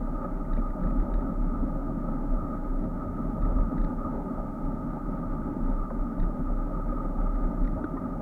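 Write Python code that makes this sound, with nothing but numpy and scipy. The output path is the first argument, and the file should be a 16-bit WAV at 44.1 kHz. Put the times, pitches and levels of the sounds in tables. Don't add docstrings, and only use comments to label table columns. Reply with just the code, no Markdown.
import sys
import numpy as np
from scipy import signal
from scipy.fft import rfft, irfft, next_fast_len
from scipy.io import wavfile
from scipy.ndimage import uniform_filter1d, map_coordinates

SR = 44100
rng = np.random.default_rng(int(sys.argv[2]) if len(sys.argv) > 2 else 0)


def bounce(signal):
    frames = np.transpose(np.atleast_2d(signal))
    limited = np.clip(frames, -1, 1)
    pcm = np.round(limited * 32767).astype(np.int16)
    wavfile.write(sys.argv[1], SR, pcm)


def level_to_linear(level):
    exponent = np.asarray(level, float) / 20
    return 10 ** exponent


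N = 362061

# time in seconds, level in dB.
ROAD = [(0, -36.5), (.5, -37.5), (.6, -36.5), (.68, -40), (.76, -33.5), (1.05, -33), (1.2, -34),
        (1.38, -33), (2, -34), (3.1, -34.5), (3.42, -31), (3.7, -34), (5.1, -36), (5.55, -34), (6.1, -38),
        (6.3, -35), (6.65, -36), (8.21, -35)]
# peak in seconds, level in dB, dying time in seconds.
RIPPLES = [(.12, -47, .06), (.57, -42.5, 0.054), (.74, -44, .05), (1.02, -40, .06), (1.2, -37, .04),
           (1.55, -37, .15), (1.93, -38.5, .04), (2.42, -40, 0.16), (2.93, -37, .05), (3.11, -39, .05),
           (3.42, -30, 0.053), (3.57, -33, .09), (4.02, -40, .1), (4.75, -42, .08), (5.28, -43, .05),
           (5.42, -37, .04), (5.68, -39, .05), (6.03, -37.5, .05), (6.21, -39, 0.046), (6.39, -43, .03),
           (6.53, -38, 0.034), (6.78, -42, 0.16), (7.15, -44, 0.12), (7.7, -41, 0.082), (8.05, -41, 0.043)]
# peak in seconds, level in dB, dying time in seconds.
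PATCHES = [(.2, -42, 0.096), (.64, -45, 0.078), (.9, -44.5, 0.14), (1.26, -43, 0.086), (1.53, -43, .07),
           (2.1, -44.5, 0.087), (2.4, -45, 0.24), (3.02, -44.5, 0.064), (3.2, -46.5, 0.11),
           (3.46, -44, 0.13), (3.62, -42.5, 0.13), (4.02, -39.5, 0.075), (4.3, -43, 0.15),
           (5.05, -43.5, 0.027), (5.27, -43.5, 0.15), (5.5, -51, .1), (5.82, -42, 0.092),
           (6.05, -46.5, 0.081), (6.3, -49, 0.12), (6.5, -45, 0.18), (6.75, -44, 0.15), (6.97, -42, .06),
           (7.25, -44.5, 0.16), (7.86, -47, 0.18), (8.05, -50, 0.042)]
# time in seconds, pitch in Hz, level in dB.
SWAY = [(0, 32.5, -34.5), (.55, 31.85, -35), (1.46, 34.62, -30.5), (2.4, 31.9, -32.5), (2.9, 32.8, -36),
        (3.41, 34.92, -40), (3.61, 35, -29), (3.75, 29.8, -34.5), (4.3, 31.7, -43), (4.89, 33.3, -35.5),
        (5.4, 32.3, -36), (5.49, 29.6, -33), (6.1, 33.3, -38), (6.72, 33.2, -28), (7.72, 32.6, -35),
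        (7.85, 37.6, -42), (8.21, 36.8, -39)]
# widest swing in seconds, level in dB, dying time in seconds.
JOLTS = [(.16, -36.5, 0.068), (.37, -29, 0.055), (.54, -24, .12), (.72, -29, .04), (.84, -27.5, .1),
         (.99, -24.5, 0.052), (1.14, -24, 0.08), (1.41, -26, 0.041), (1.68, -35.5, .05),
         (2.32, -31.5, 0.031), (2.71, -28, 0.11), (3.28, -31, 0.037), (3.43, -22, .08),
         (3.575, -21.5, .045), (3.82, -20.5, 0.049), (3.99, -32.5, .04), (4.18, -33, 0.025),
         (4.39, -29.5, .05), (4.66, -31.5, 0.033), (5.04, -34.5, .14), (5.33, -30, 0.12), (5.64, -27, 0.23),
         (6.02, -24, 0.054), (6.22, -21.5, 0.073), (6.38, -33, .04), (6.55, -28, 0.12),
         (6.89, -31.5, 0.094), (7.2, -26.5, 0.18), (7.46, -25, 0.053), (7.62, -24, .12)]
# start in seconds, peak level in dB, centre pitch in Hz, length in seconds.
KNOCKS = [(0.247, -48, 1700, .004), (0.450, -52, 1900, .006), (0.574, -27, 600, .005),
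          (0.577, -54, 2300, .003), (0.752, -25, 240, .008), (0.907, -33, 600, .004),
          (3.385, -28, 75, .018), (3.435, -26, 92, .015), (3.566, -32, 80, .015), (3.585, -35, 950, .0035),
          (3.926, -35, 630, .005), (4.305, -25, 269, .012), (4.399, -35, 602, .0046),
          (5.418, -44, 1460, .004), (5.563, -23, 262, .009), (5.689, -26, 250, .009),
          (5.903, -42, 1500, .004), (5.905, -36, 1050, .004), (5.909, -31, 556, .0085),
          (6.393, -27, 167, .012), (6.502, -35, 650, .0055), (6.924, -32, 556, .013),
          (7.536, -35, 650, .005), (7.649, -40, 1389, .005), (7.840, -19, 290, .006),
          (7.841, -32, 1430, .004), (7.842, -63, 3480, .005), (7.938, -27, 278, .007),
          (7.968, -38, 1000, .01), (7.969, -52, 1850, .014)]
# time in seconds, upper ring level in dB, lower ring level in dB.
TICKS = [(0.534, -58, -49), (0.5675, -66, -50), (0.5965, -71, -56), (0.7017, -71, -54), (0.808, -73, -58),
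         (0.837, -69, -53), (0.874, -77, -54), (0.9066, -72, -54), (1.0016, -71, -54), (1.1406, -57, -48),
         (1.171, -72, -58), (1.2077, -71, -56), (1.3008, -70, -62), (2.8429, -71, -58), (3.4217, -64, -53),
         (3.4531, -70, -54), (3.587, -70, -55), (3.7813, -62, -49), (3.816, -62, -55), (3.846, -60, -49),
         (4.6506, -72, -62), (5.696, -72, -59), (6.2005, -57, -50), (6.2325, -63, -52), (6.9306, -75, -58),
         (7.358, -71, -60), (7.65, -64, -56), (7.676, -63, -48), (7.8431, -64, -60)]

# pitch in Hz, width in Hz, level in dB.
WHEEL_THUD = [(63.3, 22, -2), (94, 40, -1.5)]
FORK = [(157, 52.5, -3), (181.4, 18.7, 0.5), (226.9, 46, -1.5), (255, 52, -0.5), (289, 42, -3.5),
        (325.6, 30.6, -10.5)]
TUBES = [(382.8, 75.5, 2), (464, 54, -10.5), (536.7, 59, 2), (580, 42, 1), (627.8, 64, 1.5), (725, 59, -6),
         (820, 84, -3.5), (881.6, 114, -3.5), (999, 61, -13.5)]
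HOUSING = [(1070, 120, -27.5), (1169, 41, -6.5), (1235.2, 85, 2), (1293, 64, -2.5)]
SHELL = [(1449, 105, 2.5), (1596, 170, -6), (1800, 370, -13), (2010, 440, -14), (2275, 720, -25),
         (2830, 2100, -31.5), (3745, 1600, -34.5)]
LOOSE_HIGH = [(3780, 250, 4), (4270, 250, -6), (3400, 300, -6), (2800, 500, -12), (5500, 900, -17)]
LOOSE_LOW = [(1900, 200, 7), (1670, 180, 7), (2280, 350, -7)]

# frequency in Hz, level per Hz in dB.
HISS = [(2650, -6.5), (4500, -3), (6210, -3), (6720, -3), (14800, -3), (15200, -5), (15900, -9)]

JOLT_RISE_S, RIPPLE_RISE_S, PATCH_RISE_S = 0.039, 0.055, 0.061


def unit(x):
    return x / np.sqrt(np.mean(x ** 2) + 1e-20)


def curves(rows):
    s, *columns = np.transpose(rows)
    return [np.interp(np.arange(N) / SR, s, column) for column in columns]


def wobble(rate):
    knots = rng.standard_normal(int(N * rate / SR) + 4)
    return map_coordinates(knots, [np.arange(N) * rate / SR])


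def swells(rows, rise_s):
    t = np.arange(0, N / SR, .002)
    s, db, dying_s = np.transpose(rows)[:, :, None]
    width_s = np.where(t < s, rise_s, dying_s)
    swell = level_to_linear(db) * np.exp(-((t - s) / width_s) ** 2)
    total = np.sqrt(np.sum(swell ** 2, axis=0))
    return np.interp(np.arange(N) / SR, t, total)


def response(modes, size=8192):
    hz = np.fft.rfftfreq(size, 1 / SR)
    power = sum(level_to_linear(2 * db) / (1 + (2 * (hz - centre) / width) ** 2) ** 2 for centre, width, db in modes)
    cepstrum = irfft(.5 * np.log(power + 1e-14), size)
    cepstrum[1:size // 2] *= 2
    cepstrum[size // 2 + 1:] = 0
    ring = irfft(np.exp(rfft(cepstrum)), size)[:size // 2]
    return ring / np.linalg.norm(ring)


def rings(drive, modes):
    return signal.fftconvolve(drive, response(modes))[:len(drive)]


def grit(rate, lumpy_db):
    return unit(rng.standard_normal(N) * level_to_linear(lumpy_db * wobble(rate)))


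def tyres(swing):
    shared = level_to_linear(0.68 * wobble(18))
    road_db, = curves(ROAD)
    rougher_db = road_db - road_db.mean()
    thuds = swells(RIPPLES, RIPPLE_RISE_S)
    singing = swells(PATCHES, PATCH_RISE_S)
    # resonances, level in dB, growth with roughness, drift in dB, stones a second,
    # lumpiness in dB, extra gain.
    parts = [(WHEEL_THUD, -47, .4, 1.5, 12, .5, thuds),
             (FORK, -34.5, .9, .6, 25, .8, 0),
             (TUBES, -42.5, .4, .6, 70, 1.4, 0),
             (HOUSING, -48, .1, .6, 40, .7, singing)]
    frame = np.zeros(N)
    for modes, db, grows, drift_db, rate, lumpy_db, extra in parts:
        gain = np.hypot(level_to_linear(db + grows * rougher_db + drift_db * wobble(7)), extra)
        frame += gain * unit(rings(shared * grit(rate, lumpy_db), modes))
    upswing = np.clip(uniform_filter1d(np.gradient(swing), size=150), 0, None)
    chafe = 1 + 0.037 * unit(upswing) ** 2
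    shell = unit(rings(chafe * shared * grit(35, lumpy_db=0.77), SHELL))
    return frame + level_to_linear(-60.5) * shell


def sway():
    pitch_hz, rest_db = curves(SWAY)
    cycles = np.cumsum(pitch_hz + 1.64 * wobble(5.6)) / SR
    touch = np.array([round(s * SR) for s, high_db, low_db in TICKS if high_db > -70.5])
    slip = np.unwrap((cycles[touch] - .15) % 1, period=1)
    cycles = cycles - uniform_filter1d(np.interp(np.arange(N), touch, slip), size=1500)
    swing = np.sqrt(2) * np.sin(2 * np.pi * cycles)
    swing += level_to_linear(-28.5) * np.sin(4 * np.pi * cycles + 0.77)
    road_push = rng.standard_normal(N)
    shudder = level_to_linear(-7.5) * unit(rings(road_push, [(26.7, 6.8, 8), (38.28, 6.6, 3.0), (47.4, 7.7, -2.5)]))
    gain = np.hypot(level_to_linear(rest_db + 2.8 * wobble(14)), swells(JOLTS, JOLT_RISE_S))
    return gain * level_to_linear(-.8) * (swing + shudder)


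def knocks():
    out, t = np.zeros(N + SR), np.arange(SR // 8) / SR
    for s, db, hz, length_s in KNOCKS:
        fade = (1 - np.exp(-(t * hz) ** 2)) * np.exp(-t / length_s)
        chance = rng.standard_normal(len(t))
        rough = unit(rings(chance, [(hz, 0.28 * hz, 0)])[::-1])
        blow = np.sin(2 * np.pi * hz * t) + 0.3 * rough
        out[round(s * SR):][:len(t)] += level_to_linear(db) * fade / fade.max() * blow
    return out[:N]


def ticks():
    out, t = np.zeros(N + SR), np.arange(SR // 40) / SR
    lead = SR // 200
    scrape = np.exp(-np.abs(t - lead / SR) / .0025)
    for s, high_db, low_db in TICKS:
        for modes, db, scrape_gain in ((LOOSE_HIGH, high_db, .07), (LOOSE_LOW, low_db, .18)):
            tap = scrape_gain * scrape * rng.standard_normal(len(t))
            tap[lead] += 1
            ring = rings(tap, modes)
            out[round(s * SR) - lead:][:len(t)] += level_to_linear(db + 4) * ring / np.abs(ring).max()
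    return out[:N]


def hiss():
    size = next_fast_len(N)
    hz, db = np.transpose(HISS)
    colour = level_to_linear(np.interp(np.log(np.fft.rfftfreq(size, 1 / SR) + 1), np.log(hz), db))
    noise = irfft(rfft(rng.standard_normal(size)) * colour, size)[:N]
    return level_to_linear(-74 + .3 * wobble(3.2)) * unit(noise)


def scene():
    opening = 1 - np.exp(-np.arange(N) / SR / .001)
    swing = sway()
    ride = tyres(swing) + swing + knocks() + ticks()
    return (opening * ride + hiss())[None]


def top_cut(x):
    return signal.sosfilt(signal.butter(12, 16040, fs=SR, output="sos"), x)


def record(dry):
    return top_cut(dry)


dry = scene()
out = record(dry)
bounce(out)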